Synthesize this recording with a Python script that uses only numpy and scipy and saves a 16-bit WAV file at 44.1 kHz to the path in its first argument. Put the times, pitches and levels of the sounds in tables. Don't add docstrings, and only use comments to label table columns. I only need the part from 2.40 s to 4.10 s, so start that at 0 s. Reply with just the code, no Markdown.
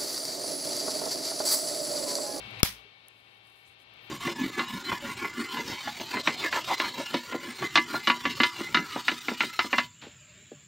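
import sys
import numpy as np
from scipy import signal
from scipy.fft import rfft, irfft, next_fast_len
from scipy.io import wavfile
from scipy.ndimage import uniform_filter1d, map_coordinates

SR = 44100
rng = np.random.default_rng(int(sys.argv[2]) if len(sys.argv) > 2 else 0)


def makeup_ratio(level_db):
    decades = np.asarray(level_db, float) / 20
    return 10 ** decades


def dump_mix(stems):
    frames = np.atleast_2d(stems).T
    limited = np.clip(frames, -1, 1)
    pcm = np.round(limited * 32767).astype(np.int16)
    wavfile.write(sys.argv[1], SR, pcm)


N = 74970
TIME_S = np.arange(N) / SR
SNAP_S = .231
RIGHT_LATE_S = .0001
PAN_SIDES = np.array([[.5], [-.5]])


def unit(x):
    return x / np.sqrt(np.mean(x ** 2) + 1e-20)


def along(points, hz):
    f, v = np.transpose(points)
    return np.interp(np.log(hz + 1), np.log(f + 1), v)


def closed(points):
    return [(points[0][0] / 2, -60), *points, (points[-1][0] * 1.3, -60)]


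def wobble(rate_hz):
    knots = rng.standard_normal(int(N * rate_hz / SR) + 4)
    return map_coordinates(knots, [np.arange(N) * rate_hz / SR])


def filtered(x, response):
    m = next_fast_len(x.shape[-1] + SR // 4)
    spectrum = rfft(x, m) * response(np.fft.rfftfreq(m, 1 / SR))
    return irfft(spectrum, m)[..., :x.shape[-1]]


def resonances(peaks):
    def response(f):
        return sum((-1) ** k * makeup_ratio(db) * 1j * f * width / (hz * hz - f * f + 1j * f * width)
                   for k, (hz, width, db) in enumerate(peaks))
    return response


def pair(alike):
    def mid_side(hz):
        turn = np.arccos(np.clip(along(alike, hz), -1, 1)) / 2
        return np.array([np.cos(turn), np.sin(turn)])
    mid, side = filtered(rng.standard_normal((2, N)), mid_side)
    return np.array([mid + side, mid - side])


def late_ages(start_s):
    return TIME_S - start_s - RIGHT_LATE_S * np.array([[0], [1]])


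def fan():
    # (time [s], speed [Hz])
    shaft = [(0, 112.62), (1.7, 112.85)]
    orders = {.5: (-64, -76), 1: (-56, -58.5), 7: (-54.5, -67.5), 14: (-59, -82), 16: (-54, -72),
              20: (-44.5, -55.5), 21: (-68, -76), 23: (-58.5, -77.5), 24: (-48.5, -71.5), 25: (-68, -77),
              28: (-51, -59), 32: (-55.5, -70), 36: (-57.5, -64)}
    # (frequency [Hz], density [dB per Hz])
    air_colour = [(40, -13.5), (110, -3.5), (450, -1), (1150, -0.5), (1700, -6), (2500, 0.5), (3800, -2),
                  (6200, -19)]
    # (frequency [Hz], left minus right [dB])
    air_pan = [(60, 2), (110, 5.5), (200, 3), (380, 6), (700, 3.5), (1290, 9), (2380, 12.5), (4400, 13),
               (8120, -8), (15000, 1.5)]
    # (frequency [Hz], likeness [1])
    air_alike = [(100, 0.75), (700, 0.61), (3000, 0.36), (7000, .1)]
    tone_wobble_db, air_db, left_lead_s = 1.5, -44, 0.00028
    turn = 2 * np.pi * np.cumsum(np.interp(TIME_S, *np.transpose(shaft))) / SR
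    tones = np.zeros((2, N))
    for multiple, db in orders.items():
        gain = makeup_ratio(np.array(db)[:, None] + tone_wobble_db * wobble(16))
        phase = .25 * wobble(8.3) + rng.uniform(0, 2 * np.pi)
        tones += gain * np.sin(multiple * turn + phase)
    air = filtered(pair(air_alike),
                   lambda hz: makeup_ratio(along(closed(air_colour), hz) + PAN_SIDES * along(air_pan, hz)))
    both = tones + makeup_ratio(air_db + .5 * wobble(9)) * unit(air)
    return filtered(both, lambda hz: np.exp(2j * np.pi * hz * left_lead_s * PAN_SIDES))


def hiss():
    # (frequency [Hz], density [dB per Hz])
    hiss_colour = [(5500, -10.5), (7000, 2), (10000, 0), (15500, -6)]
    noise = filtered(rng.standard_normal((2, N)), lambda hz: makeup_ratio(along(closed(hiss_colour), hz)))
    return makeup_ratio(-69 + 1.5 * wobble(6)) * unit(noise)


def knocks():
    # (time [s], level [dB], frequency [Hz], t60 [s])
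    plate_knocks = [
        (.0, -49, 60, 0.58),
        (0.051, -40.5, 123.6, 0.17),
        (0.069, -40, 215, 0.1),
        (.115, -41.5, 111.6, 0.25),
        (0.167, -47, 106.6, 0.31),
        (0.284, -33, 193, 0.11),
        (.452, -32.5, 408, 0.065),
        (1.28, -47, 84.4, 0.26),
    ]
    rise_s, right_db = 0.0077, -4
    ring = np.zeros(N)
    for start_s, db, hz, t60_s in plate_knocks:
        age = np.maximum(TIME_S - start_s, 0)
        swell = makeup_ratio(db - 60 * age / t60_s) * (1 - np.exp(-age / rise_s))
        ring += swell * np.sin(2 * np.pi * hz * age)
    return ring * makeup_ratio([[0], [right_db]])


def ticks():
    # (time [s], level [dB], centre [Hz])
    blade_ticks = [
        (.1095, -38, 13000),
        (.2030, -38, 12000),
        (.2031, -26, 2300),
        (.6835, -21, 10300),
        (.6837, -24, 15000),
        (.6845, -32, 3300),
        (1.072, -38, 9000),
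        (1.538, -35, 14200),
        (1.57, -44, 14000),
    ]
    ring_t60_cycles, fuzz_share, fuzz_t60_s = 22, .5, .009
    out = np.zeros((2, N))
    for start_s, db, hz in blade_ticks:
        age = late_ages(start_s)
        ring = np.cos(2 * np.pi * hz * age) * makeup_ratio(-60 * np.abs(age) * hz / ring_t60_cycles)
        fuzz = fuzz_share * rng.standard_normal((2, N)) * makeup_ratio(-60 * np.abs(age) / fuzz_t60_s)
        out += makeup_ratio(db) * filtered((ring + fuzz) * (age >= 0), resonances([(hz, .6 * hz, 0)]))
    return out


def rustles():
    # (middle time [s], length [s], level [dB], centre [Hz])
    sleeve_rubs = [(0.2, 0.0096, -53, 11000), (0.197, .012, -54, 4780), (0.209, .01, -43, 1000),
                   (0.706, 0.078, -65.5, 8000), (.79, 0.09, -61, 10400), (0.914, 0.16, -63.5, 10000),
                   (0.978, 0.033, -63, 10180), (1.086, 0.1, -58.5, 10200), (1.19, 0.13, -57, 10430),
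                   (1.262, 0.021, -52.5, 6200), (1.286, 0.041, -52.5, 9100), (1.326, 0.036, -59.5, 9400),
                   (1.402, .014, -59, 6000), (1.414, 0.049, -57.5, 10100), (1.65, 0.065, -59.5, 14300)]
    out = np.zeros((2, N))
    for middle_s, length_s, db, hz in sleeve_rubs:
        grain = rng.standard_normal((2, N)) * makeup_ratio(2 * wobble(300))
        band = resonances([(hz, .65 * hz, 0)])
        swell = np.exp(-(2 * (TIME_S - middle_s) / length_s) ** 2)
        out += makeup_ratio(db) * swell * unit(filtered(grain, lambda f: band(f) ** 2))
    return out


def snap():
    # (frequency [Hz], left level [dB], right level [dB], t60 [s])
    modes = [(610, -7, -32, 0.0103), (1260, -5.5, -20.5, 0.015), (1707, -11.5, -23.5, 0.011),
             (2204, -6.5, -22.5, 0.018), (2776, -11, -16, .025), (3300, -14, -13, 0.034),
             (3480, -5.5, -20.5, 0.018), (4310, -2.5, -11.5, 0.00794), (5320, 0.5, -29, 0.015),
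             (6010, -3, -4, 0.00906), (9160, -7.5, -6.5, 0.0069), (11230, -5, -11, .008),
             (12700, -18, -3, 0.00711), (14490, -9, -3.5, .008)]
    # (frequency [Hz], width [Hz], level [dB])
    grit_peaks = [(1594, 2180, 0), (5010, 3500, 0.5), (12500, 13000, -1)]
    # (frequency [Hz], level [dB], t60 [s])
    table_modes = [(54.2, -41.5, .8), (105, -34.5, .3), (210, -49.5, 0.75)]
    ring_db, grit_db = 2.5, -5.5
    burst_t60_s, onset_t60_s = .016, 0.0065
    spike_db, spike_s = 3, .00015
    jolt_db, jolt_right_db = 4.5, -33
    push_s, rebound_s, rebound = .0021, .0014, .46
    age = late_ages(SNAP_S)
    live = np.maximum(age, 0)

    decay = makeup_ratio(-60 * live / burst_t60_s) + 2.5 * makeup_ratio(-60 * live / onset_t60_s)
    burst = rng.standard_normal((2, N)) * (age >= 0) * decay
    burst -= makeup_ratio(spike_db - grit_db) * np.sinc((age - spike_s) * SR / 1.5) * 2
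    ring = np.zeros((2, N))
    for k, (hz, left_db, right_db, t60_s) in enumerate(modes):
        gain = makeup_ratio(np.array([[left_db], [right_db]]) - 60 * live / t60_s)
        ring += gain * (-1) ** k * np.sin(2 * np.pi * hz * live)
    crack = makeup_ratio(ring_db) * ring + makeup_ratio(grit_db) * filtered(burst, resonances(grit_peaks))

    back = np.maximum(live - .9 * push_s, 0) / rebound_s
    push = rebound * back * np.exp(1 - back) - np.sin(np.pi * np.minimum(live / push_s, 1))
    jolt = makeup_ratio(jolt_db) * push * makeup_ratio([[0], [jolt_right_db]])

    hum = sum(makeup_ratio(db - 60 * live / t60_s) * np.sin(2 * np.pi * hz * live) for hz, db, t60_s in table_modes)
    return crack + jolt + hum * makeup_ratio([[0], [-3]])


def room_tail():
    # (frequency [Hz], density [dB per Hz])
    tail_colour = [(150, -10), (800, -10), (1230, -5.5), (1900, -4), (3400, -2), (5500, -4.5), (7600, -12),
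                   (10500, -6), (15800, -7)]
    # (frequency [Hz], t60 [s])
    tail_t60 = [(200, 0.12), (1200, 0.27), (4000, 0.28), (8000, 0.27), (15000, 0.22)]
    # (frequency [Hz], left minus right [dB])
    tail_pan = [(200, -2), (1300, 5.5), (4400, -0.5), (8000, -1), (15000, -5)]
    tail_db, rise_s, patchy_db, grain_db = -17, 0.0079, 2, 2
    noise = pair([(200, .85), (700, 1.0), (1400, .02)])
    hz, t, z = signal.stft(noise, SR, nperseg=128)
    colour = makeup_ratio(along(closed(tail_colour), hz) + PAN_SIDES * along(tail_pan, hz))[:, :, None]
    colour = colour / np.sqrt(np.mean(colour ** 2))
    age = np.maximum(t - SNAP_S, 0)
    fade = makeup_ratio(-60 * age / along(tail_t60, hz)[:, None]) * (1 - np.exp(-age / rise_s))
    patches = uniform_filter1d(rng.standard_normal(z.shape[1:]), size=2, axis=0)
    patches = uniform_filter1d(patches, size=7, axis=1)
    fade = fade * makeup_ratio(grain_db * unit(patches))
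    tail = signal.istft(z * colour * fade, SR, nperseg=128)[1][:, :N]
    return makeup_ratio(tail_db + patchy_db * np.array([wobble(350), wobble(350)])) * tail


def scene():
    top_hz, click_top_hz = 15750, 16300
    steady = filtered(fan() + hiss() + rustles() + room_tail(),
                      lambda hz: np.clip((top_hz - hz) / 250 + .5, 0, 1))
    clicks = filtered(ticks() + snap(), lambda hz: 1 / (1 + (hz / click_top_hz) ** 40))
    return steady + knocks() + clicks


def band_limit(x):
    return signal.sosfilt(signal.butter(12, 17160, fs=SR, output="sos"), x)


def record(dry):
    # (time [s], gain [dB])
    gain_ride = [(0, -1), (.1, -2.5), (.206, -0.5), (.21, -3), (0.223, -10.5), (.225, -12.5), (0.241, -9),
                 (.26, -7), (.33, -8.5), (.43, -11), (.6, -14.5), (.95, -14.5), (1.301, -14.5),
                 (1.451, -13.5), (1.55, -11), (1.7, -7)]
    ridden = dry * makeup_ratio(np.interp(TIME_S, *np.transpose(gain_ride)))
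    return band_limit(np.clip(ridden, -1, 1))


dry = scene()
out = record(dry)
dump_mix(out)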